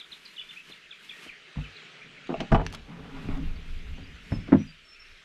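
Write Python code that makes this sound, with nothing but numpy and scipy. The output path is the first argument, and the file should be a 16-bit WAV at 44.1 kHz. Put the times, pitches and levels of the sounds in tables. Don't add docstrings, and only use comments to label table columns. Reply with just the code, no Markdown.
import sys
import numpy as np
from scipy import signal
from scipy.fft import rfft, irfft, next_fast_len
from scipy.io import wavfile
from scipy.ndimage import uniform_filter1d, map_coordinates

SR = 44100
rng = np.random.default_rng(int(sys.argv[2]) if len(sys.argv) > 2 else 0)


def wav_record(signal):
    frames = np.transpose(np.atleast_2d(signal))
    bounded = np.clip(frames, -1, 1)
    quanta = np.round(bounded * 32767).astype(np.int16)
    wavfile.write(sys.argv[1], SR, quanta)


def field_ratio(decibels):
    return 10 ** (np.asarray(decibels, dtype=float) / 20)


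N = 231418


def unit(x):
    return x / np.sqrt(np.mean(x ** 2) + 1e-20)


def along(points, hz):
    f, v = np.transpose(points)
    return np.interp(np.log(hz + 1), np.log(f + 1), v)


def curve(rows):
    s, values = np.transpose(rows)
    return np.interp(np.arange(N) / SR, s, values)


def wobble(rate_hz):
    knots = rng.standard_normal(int(N * rate_hz / SR) + 4)
    return map_coordinates(knots, [np.arange(N) * rate_hz / SR])


def filtered(x, response):
    m = next_fast_len(len(x) + 8192)
    return irfft(rfft(x, m) * response(np.fft.rfftfreq(m, 1 / SR)), m)[:len(x)]


def coloured(x, spectrum):
    return unit(filtered(x, lambda hz: field_ratio(along(spectrum, hz))))


def noise(spectrum, size=N):
    return coloured(rng.standard_normal(size), spectrum)


def lumpy_noise(depth_db, rate_hz):
    return rng.standard_normal(N) * field_ratio(depth_db * wobble(rate_hz))


def add(track, s, x):
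    at = round(s * SR)
    x = x[max(-at, 0):]
    part = track[max(at, 0):][:len(x)]
    part += x[:len(part)]


def swells(rows, shape):
    t = np.arange(N) / SR
    gain = np.zeros(N)
    for peak_s, rise_s, fall_s, db in rows:
        distance = np.where(t < peak_s, (peak_s - t) / rise_s, (t - peak_s) / fall_s)
        gain += field_ratio(db - 20 * distance ** shape)
    return gain


def hollow(x, modes):
    def response(f):
        total = 0
        for k, (centre_hz, width_hz, db) in enumerate(modes):
            damping = 1j * f * width_hz
            total = total + (-1) ** k * field_ratio(db) * damping / (centre_hz ** 2 - f ** 2 + damping)
        return total / (1 + (f / 4500) ** 4)
    return unit(filtered(x, response))


def struck(blows, modes, rattle_hz, rattle_t60_s):
    # (multiple of centre frequency [1], level [dB])
    crack = [(.12, -37.5), (.5, 14.5), (1, 6.5), (2, 2), (3.5, -20), (6, -34), (14, -65.5)]
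    out = np.zeros(N)
    t = np.arange(SR // 2) / SR
    hz, level_db, t60_s = np.transpose(modes)[..., None]
    sign = (-1) ** np.arange(len(hz))[:, None]
    contact_s = t[::round(0.002 * SR)]
    for s, db, soft_hz, rattle_db in blows:
        luck = rng.standard_normal((2, len(hz), 1))
        reach = sign * field_ratio(level_db + 1.5 * luck[0]) / (1 + (hz / soft_hz) ** 2)
        twin = 0.56 * np.sin(2 * np.pi * hz * (1.07 + 0.025 * luck[1]) * t)
        tones = np.sin(2 * np.pi * hz * t) + twin
        ring = np.sum(reach * field_ratio(-60 * t / t60_s) * tones, axis=0)
        ring = ring * (1 - np.exp(-t * soft_hz))

        centre_hz = rattle_hz * (soft_hz / 1000) ** 0.39
        rattle = noise([(k * centre_hz, d) for k, d in crack], size=len(t))
        rattle = rattle * field_ratio(-60 * t / rattle_t60_s) * (1 - np.exp(-t / 0.0015))
        chatter = np.r_[1, rng.standard_normal(len(contact_s) - 1)]
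        rattle = rattle * field_ratio(4 * np.interp(t, contact_s, chatter) - 1.5)
        add(out, s, field_ratio(db + 1) * ring + field_ratio(rattle_db) * rattle)
    return out


def latch():
    # (time [s], level [dB], softness [Hz], rattle level [dB])
    blows = [(2.505, -36, 300, -38), (2.514, -8.5, 200, -44), (2.519, -22.5, 2000, -20.5),
             (2.523, -33, 900, -15.5), (2.528, -9.5, 350, -38), (2.536, -26, 300, -40),
             (2.5445, -23.5, 2500, -22.5), (2.547, -18, 3000, -19), (2.556, -21.5, 1490, -23.5),
             (2.575, -33.5, 1500, -39), (2.583, -34, 1200, -39), (2.596, -28.5, 900, -26),
             (2.603, -34.5, 1100, -27.5), (2.614, -33, 2000, -33.5), (2.65, -27.5, 200, -44)]
    # (frequency [Hz], level [dB], t60 [s])
    shell = [(36.4, -2, 0.16), (50.4, -9.5, 0.24), (88.6, -19.5, 0.49), (132.4, -5, 0.083), (163, -9, 0.19),
             (215, -5, 0.084), (257, 1.5, 0.023), (387.3, -13, 0.19), (450, -16.5, 0.23),
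             (662, -3.5, 0.081), (806, -5, 0.088), (860, -1, 0.067), (956, -6.5, 0.13), (1178, -2.5, 0.045),
             (1430, -9, 0.071), (1764, -23, 0.073), (2350, -7, 0.012), (3000, -4.5, 0.032)]
    return struck(blows, shell, 915, 0.036)


def handle_grab():
    # (time [s], level [dB], softness [Hz], rattle level [dB])
    blows = [
        (1.556, -48, 300, -58),
        (1.568, -32.5, 400, -54),
        (1.574, -39, 400, -51),
        (1.583, -28.5, 280, -44),
    ]
    # (frequency [Hz], level [dB], t60 [s])
    panel = [(50.5, -1.5, 0.28), (93.5, -10, 0.39), (148.4, 0, 0.22), (238.7, -1, 0.21), (450, -24, 1)]
    return struck(blows, panel, 1500, 0.098)


def rods_pull():
    # (time [s], level [dB], softness [Hz], rattle level [dB])
    blows = [
        (2.291, -28.5, 900, -33.5),
        (2.302, -26.5, 590, -49),
        (2.314, -44, 698, -40),
        (2.326, -27.5, 510, -54),
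        (2.413, -32, 900, -40),
    ]
    # (frequency [Hz], level [dB], t60 [s])
    rods = [(157.4, -17, 0.36), (243, 1, 0.059), (350, -4, 0.11), (465, -7, 0.11), (670, -6, 0.13),
            (787, -7, 0.24), (1190, -11, 0.038), (1540, -30, 0.063), (2800, -34, .04)]
    return struck(blows, rods, 740, 0.16)


def linkage():
    # (time [s], level [dB], softness [Hz], rattle level [dB])
    lift = [
        (2.341, -29.5, 2496, -31.5),
        (2.347, -32.5, 1200, -43),
        (2.400, -48, 2500, -35),
        (2.409, -37, 900, -45),
        (2.419, -41, 1500, -46),
    ]
    # (time [s], level [dB], softness [Hz], rattle level [dB])
    snap = [
        (2.403, -35.5, 2520, -37.5),
        (3.3, -51, 2500, -50.5),
        (3.37, -52, 2500, -50.5),
    ]
    # (frequency [Hz], level [dB], t60 [s])
    link = [(262, -11, 0.036), (400, -4, 0.1), (600, -4.5, 0.18), (682, 1.5, 0.049), (1098, -5, 0.057),
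            (2680, 0, 0.032)]
    return struck(lift, link, 840, 0.026) + struck(snap, link, 2140, 0.04)


def fastener_pop():
    # (time [s], level [dB], softness [Hz], rattle level [dB])
    blows = [
        (2.665, -30, 9000, -47),
    ]
    # (frequency [Hz], level [dB], t60 [s])
    fastener = [(900, -5, .012), (1700, 0, 0.014), (2700, 0.5, .012), (4240, -3, .01), (5900, -2.5, .012),
                (8900, -13, .008), (12000, -24, .008)]
    return struck(blows, fastener, 1500, 0.01)


def seals():
    # (time [s], level [dB], centre frequency [Hz], t60 [s])
    ticks = [(1.558, -32, 1220, 0.025), (1.575, -41, 1250, 0.017), (1.583, -34, 1150, 0.017),
             (2.271, -34.5, 3800, 0.022), (2.404, -21, 3000, 0.043), (2.517, -41.5, 5340, 0.28),
             (2.546, -45.5, 5580, 0.076), (2.519, -31, 4810, 0.01), (2.553, -31.5, 3200, .025),
             (2.577, -34, 2700, .015), (2.615, -35, 2400, .015), (2.617, -48, 6000, .006),
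             (2.637, -46.5, 6050, 0.0065), (2.6525, -37, 6800, .005), (2.665, -30.5, 5800, 0.02),
             (2.672, -29.5, 3520, 0.013), (2.701, -43, 6500, .008), (2.704, -44, 6500, 0.008),
             (2.7264, -25.5, 4000, 0.012), (2.7244, -40.5, 10000, 0.015), (2.7329, -37.5, 9500, 0.016),
             (2.738, -33, 5000, 0.023), (2.733, -29.5, 800, 0.036), (2.74, -34, 1270, 0.11),
             (2.747, -25.5, 3880, 0.033), (2.749, -37.5, 10300, 0.017)]
    out = np.zeros(N)
    t = np.arange(SR // 20) / SR
    for s, db, centre_hz, t60_s in ticks:
        colour = [(centre_hz / 14, -30), (centre_hz / 6, -6), (centre_hz, 0),
                  (centre_hz * 1.42, -12), (centre_hz * 1.79, -16), (centre_hz * 4, -48)]
        decay = field_ratio(-60 * t / t60_s) + field_ratio(1.5 - 60 * t / 0.0023)
        attack = 1 - np.exp(-t / 0.0005)
        add(out, s, field_ratio(db - 8) * decay * attack * noise(colour, size=len(t)))
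    return out


def stop_bump():
    # (time [s], level [dB], softness [Hz], rattle level [dB])
    blows = [
        (3.252, -37, 505, -52),
        (3.286, -32, 600, -46),
        (3.34, -56, 600, -45),
        (3.98, -44, 400, -53.5),
        (4.024, -41, 300, -75),
    ]
    # (frequency [Hz], level [dB], t60 [s])
    stop = [(36, -22.5, 0.45), (96.6, -1, 0.22), (204, 0, 0.075), (275, 0, 0.084), (399, -2, 0.078),
            (600, -13, 0.16), (900, -39, .06)]
    return struck(blows, stop, 1600, 0.15)


def sill_landing():
    # (time [s], level [dB], softness [Hz], rattle level [dB])
    blows = [
        (4.305, -44.5, 300, -52),
        (4.319, -27.5, 600, -35),
        (4.334, -27, 300, -53.5),
        (4.365, -27.5, 80, -62),
    ]
    # (frequency [Hz], level [dB], t60 [s])
    sill = [(36, -6.5, 0.32), (102.6, 1, .35), (160, -10.5, 0.27), (217, 2, .1), (280, -2.5, .1),
            (382, -8.5, .1), (556, -7, .07), (1066, -30, 0.047), (1432, -28, .05)]
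    return struck(blows, sill, 1100, 0.1)


def frame_knock():
    # (time [s], level [dB], softness [Hz], rattle level [dB])
    blows = [
        (.698, -54.5, 400, -50),
        (1.262, -53, 300, -46),
        (4.488, -34.5, 495, -53),
        (4.520, -27, 1544, -21),
        (4.524, -26.5, 700, -28.5),
        (4.527, -12.5, 900, -22.5),
        (4.5465, -12, 400, -30.5),
        (4.6, -31.5, 400, -59.5),
    ]
    # (frequency [Hz], level [dB], t60 [s])
    frame = [(85, -22, 0.24), (99, -19, 0.27), (157.2, -14.5, 0.31), (210, -6.5, 0.21), (240, -6, 0.22),
             (259, 10, 0.044), (350, -7, 0.12), (486, -8, 0.093), (640, -11, 0.102), (891, -20.5, 0.13),
             (1352, -24.5, 0.1), (1770, -30.5, .05)]
    return struck(blows, frame, 840, 0.09)


def effort_over_middle_db():
    # (time [s], level [dB])
    effort = [(0, -91), (1.1, -76.5), (1.28, -72), (1.95, -66.5), (2.27, -60.5), (2.42, -38), (2.48, -55),
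              (2.72, -47), (2.86, -60.5), (2.89, -45), (3.15, -51.5), (3.3, -39.5), (3.44, -45),
              (3.62, -56), (4.25, -57.5), (4.47, -55.5), (4.54, -45.5), (4.76, -76.5)]
    return curve(effort) + 55


def hinge_groan(effort_db):
    # (centre frequency [Hz], width [Hz], level [dB])
    hinge = [(102.9, 29, -13.5), (157.8, 24, 1), (230, 22, -4.5), (276.6, 14.5, -4)]
    # (peak time [s], rise [s], fall [s], level [dB])
    catches = [
        (.69, .05, 0.29, -70),
        (2.1, .1, 0.09, -65),
        (3.99, 0.076, 0.028, -47.5),
        (4.33, 0.022, 0.13, -33.5),
    ]
    gain = field_ratio(effort_db - 55) + swells(catches, shape=1.1)
    return field_ratio(2.3) * gain * hollow(lumpy_noise(1.7, 40), hinge)


def scrape(effort_db):
    # (centre frequency [Hz], width [Hz], level [dB])
    skin = [(415.6, 68, 2.5), (684.4, 110, 0), (725.4, 120, -0.5), (1150, 320, -5), (1620, 1400, -10.5)]
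    # (peak time [s], rise [s], fall [s], level [dB])
    rubs = [
        (0, .1, 0.63, -62),
        (.48, 0.2, 0.17, -67.5),
        (.69, 0.042, 0.29, -66.5),
        (1.22, 0.16, 0.12, -58.5),
        (1.85, 0.86, 0.94, -57),
        (3.0, 0.32, 1, -53),
        (4.48, 0.0097, 0.11, -44.5),
        (5.1, 0.22, 0.36, -66.5),
    ]
    gain = field_ratio(-59.5 + 0.53 * effort_db) + swells(rubs, shape=1.23)
    return field_ratio(-4) * gain * hollow(lumpy_noise(1.6, 90), skin)


def check_strap():
    # (peak time [s], rise [s], fall [s], level [dB])
    moans = [
        (3.17, 0.092, .09, -45),
        (3.322, 0.037, 0.041, -42),
        (3.392, 0.034, 0.026, -34),
        (3.432, 0.024, 0.0096, -36),
    ]
    # (peak time [s], rise [s], fall [s], level [dB])
    drags = [
        (2.9, .03, 0.15, -55.5),
        (3.07, 0.058, .08, -60),
        (3.17, 0.087, 0.092, -48.5),
        (3.325, 0.058, 0.035, -46),
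        (3.365, 0.028, 0.07, -51.5),
    ]
    # (centre frequency [Hz], width [Hz], level [dB])
    skin = [(800, 41, 1.5), (970, 16, 2.5), (1175, 140, -6), (1436, 41, -3), (2000, 270, -12)]
    phase = 2 * np.pi * 268 * np.arange(N) / SR + 0.36 * wobble(40)
    moan = swells(moans, shape=1.8) * np.sqrt(2) * np.sin(phase)
    drag = swells(drags, shape=1.5) * hollow(lumpy_noise(2.6, 120), skin)
    return moan + drag


def air_sway(effort_db):
    # (frequency [Hz], level [dB])
    colour = [(12, -13.5), (22, 8), (32, -19.5), (50, -9), (80, -10.5), (200, -72)]
    # (peak time [s], rise [s], fall [s], level [dB])
    lurches = [(.2, 0.71, 1.34, -75.5), (1.3, 0.025, 0.07, -61), (2.36, 0.1, .1, -57),
               (2.86, 0.21, 0.036, -48), (3.02, 0.09, 0.36, -49.5), (3.29, 0.023, 1.5, -38.5),
               (3.6, 0.25, 0.065, -42), (3.87, 0.17, 0.15, -63), (4.0, 0.12, 0.038, -44.5),
               (4.11, 0.072, 0.081, -52), (4.37, 0.045, .3, -49.5), (4.6, 0.08, 0.06, -64.5)]
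    breeze_db = -99.5
    gain = field_ratio(breeze_db) + field_ratio(-67.5 + 1.2 * effort_db) + swells(lurches, shape=1.6)
    return field_ratio(4) * gain * unit(field_ratio(3.3 * wobble(20)) * noise(colour))


def swing():
    effort_db = effort_over_middle_db()
    return check_strap() + air_sway(effort_db) + hinge_groan(effort_db) + scrape(effort_db)


def trees(x):
    # (frequency [Hz], t60 [s])
    decay = [(500, 0.094), (3000, 0.22), (8000, 0.098)]
    hz, t, z = signal.stft(rng.standard_normal(SR // 2), SR, nperseg=256)
    z = z * field_ratio(-60 * t / along(decay, hz)[:, None])
    tail = signal.istft(z, SR, nperseg=256)[1]
    return signal.fftconvolve(np.pad(x, (300, 0)), tail / np.linalg.norm(tail))[:N]


def whistled(rows):
    out = np.zeros(N)
    for s, length_s, first_hz, last_hz, db in rows:
        u = np.arange(round(length_s * SR)) / (length_s * SR)
        change_hz = last_hz - first_hz
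        bow_hz = max(0.354 * change_hz, 0.053 * change_hz)
        hz = first_hz + change_hz * u + 4 * bow_hz * u * (1 - u)
        envelope = np.abs(np.sin(np.pi * u ** 0.78)) ** 0.86
        add(out, s, field_ratio(db) * envelope * np.sin(2 * np.pi * np.cumsum(hz) / SR))
    return out


def sagging(rows):
    return [(s, length_s, hz * 1.004, hz * 0.996, db) for s, length_s, hz, db in rows]


def near_bird():
    glides = [(-.004, 0.028, 4260, 3000, -40), (0.117, 0.023, 4400, 2900, -39),
              (0.253, 0.0091, 5070, 4330, -45), (0.258, 0.009, 4400, 3870, -41),
              (0.362, 0.016, 3920, 3070, -41), (0.399, 0.027, 3290, 2140, -41),
              (.506, 0.013, 3490, 2320, -39.5), (0.529, .012, 2140, 2050, -49),
              (0.56, 0.036, 2260, 2650, -39), (0.719, 0.012, 3820, 3100, -40),
              (.732, 0.0083, 3030, 2200, -45), (0.907, 0.018, 3860, 2940, -40.5),
              (0.921, 0.025, 2800, 1890, -43), (1.091, 0.017, 3730, 2950, -39),
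              (1.105, 0.018, 2870, 1920, -40), (1.287, 0.022, 3000, 1910, -41),
              (1.32, .057, 1754, 2065, -50.5), (1.647, 0.023, 2820, 2040, -42.5),
              (1.765, 0.0085, 4550, 3700, -47), (1.774, .016, 3690, 2950, -50),
              (.011, 0.011, 2900, 2050, -50), (.133, .012, 2320, 1900, -64),
              (2.012, 0.037, 2220, 2490, -49.5), (4.667, 0.026, 4930, 4720, -59)]
    # (time [s], length [s], frequency [Hz], level [dB])
    held = [(.379, 0.015, 3000, -35), (0.395, 0.012, 3430, -33.5), (0.489, 0.023, 3535, -44),
            (0.709, 0.017, 4080, -52), (1.125, 0.066, 1874, -50.5), (1.269, 0.021, 3090, -46.5),
            (1.45, 0.019, 2110, -48), (1.612, 0.02, 2680, -47), (1.631, 0.02, 3000, -47)]
    # (delay [s], level [dB])
    trunks = [(.011, -20), (.019, -18), (.028, -17), (.043, -22)]
    call = whistled(glides + sagging(held)) * field_ratio(3 * wobble(250))
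    t = np.arange(SR // 30) / SR
    twigs = rng.standard_normal(len(t)) * field_ratio(-60 * t / 0.03)
    blur = signal.fftconvolve(call * field_ratio(5.4 * wobble(300)), twigs / np.linalg.norm(twigs))[:N]
    out = call + field_ratio(-7) * blur + field_ratio(-10.5) * trees(call * field_ratio(3.8 * wobble(150)))
    for delay_s, db in trunks:
        echo = np.pad(call + blur, (round(delay_s * SR), 0))[:N]
        out += field_ratio(db + 4.8 * wobble(200)) * echo
    return out


def far_bird():
    # (time [s], length [s], frequency [Hz], level [dB])
    whistles = [(3.552, 0.023, 4500, -59), (3.83, .015, 5500, -74), (3.954, .036, 6050, -65),
                (4.036, 0.016, 4740, -54), (4.068, .014, 4800, -64), (4.068, 0.012, 5220, -55),
                (4.15, 0.027, 6280, -70), (4.228, 0.023, 5540, -70), (4.307, 0.039, 5280, -54),
                (4.333, 0.042, 5220, -49.5), (4.394, 0.043, 5250, -60), (4.45, 0.046, 5250, -65.5),
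                (4.53, .14, 5250, -71.5), (4.572, 0.076, 5830, -57.5), (4.622, 0.023, 5900, -57),
                (4.65, 0.041, 5800, -74), (4.76, 0.059, 5850, -76.5), (4.686, 0.03, 4726, -54.5),
                (4.846, 0.037, 5420, -62), (4.93, 0.027, 5410, -52), (4.874, 0.097, 5354, -54),
                (4.99, 0.056, 5400, -52.5), (5.05, 0.053, 5440, -63), (5.09, .06, 5400, -65),
                (5.157, 0.066, 5400, -75)]
    call = whistled(sagging(whistles)) * field_ratio(2.5 * wobble(150))
    return call + field_ratio(-10) * trees(call)


def grass():
    # (frequency [Hz], level [dB])
    colour = [(88, -32), (150, 4), (387, -2.5), (641, -49), (890, -5), (2960, 4), (3950, -5),
              (12400, -19.5), (15300, -33.5)]
    # (peak time [s], rise [s], fall [s], level [dB])
    rustles = [(0, .05, 0.018, -65), (.14, 0.27, 0.36, -70), (.3, 0.16, 0.62, -74.5),
               (.54, 0.12, 0.22, -71.5), (.7, 0.064, 0.091, -67.5), (1.05, 0.15, 0.3, -71.5),
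               (1.25, 0.17, 0.08, -63.5), (1.6, 0.072, 0.38, -78.5), (3.25, 0.69, 0.38, -74),
               (3.7, 0.22, 0.9, -77), (4.33, 0.17, 0.12, -71.5), (4.66, 0.16, 0.32, -80),
               (5.1, 0.23, 0.23, -80.5)]
    bed_db = -96.5
    grains = rng.standard_normal(N) * field_ratio(0.88 * wobble(300) + 0.59 * wobble(27))
    return field_ratio(15.5) * (field_ratio(bed_db) + swells(rustles, shape=1.0)) * coloured(grains, colour)


def far_hiss():
    # (time [s], level [dB])
    air = [(0.0, -55.5), (0.58, -54.5), (0.72, -53), (0.96, -52.5), (1.1, -52.5), (1.83, -47.5),
           (2.09, -51), (2.32, -49), (2.47, -48.5), (2.57, -52.5), (2.73, -52), (2.97, -56), (3.22, -51),
           (3.6, -53), (4.47, -51), (4.76, -54), (5.25, -52.5)]
    # (frequency [Hz], level [dB])
    colour = [(12, -20.5), (20, -25), (54, -44), (92, -58), (360, -7.5), (546, -13.5), (610, -6.5),
              (901, -26.5), (1290, -1), (2590, 3), (3720, -3.5), (4910, -11), (5480, -14.5), (6130, -15),
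              (15300, -34)]
    z = signal.stft(noise(colour), nperseg=512)[2]
    patches = uniform_filter1d(uniform_filter1d(rng.standard_normal(z.shape), 6, 0), 10, 1)
    hiss = signal.istft(z * field_ratio(1.9 * unit(patches)), nperseg=512)[1][:N]
    hiss = unit(filtered(hiss, lambda hz: 1 / (1 + (hz / 11500) ** 4)))
    top = filtered(hiss, lambda hz: 1 / (1 + (8800 / (hz + 1)) ** 12))
    return field_ratio(curve(air) - 1.63) * (hiss - top) + field_ratio(-56) * top


def scene():
    door = latch() + handle_grab() + rods_pull() + linkage() + fastener_pop() + seals()
    door = door + stop_bump() + sill_landing() + frame_knock()
    mix = door + field_ratio(-16.5) * trees(door) + swing()
    return (mix + near_bird() + far_bird() + grass() + far_hiss())[None]


def band_limit(x):
    return signal.sosfilt(signal.butter(12, 15480, fs=SR, output="sos"), x)


def record(dry):
    mix = filtered(dry[0], lambda hz: (hz < 15480) * 1j * hz / (12 + 1j * hz))
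    return band_limit(mix[None])


dry = scene()
out = record(dry)
wav_record(out)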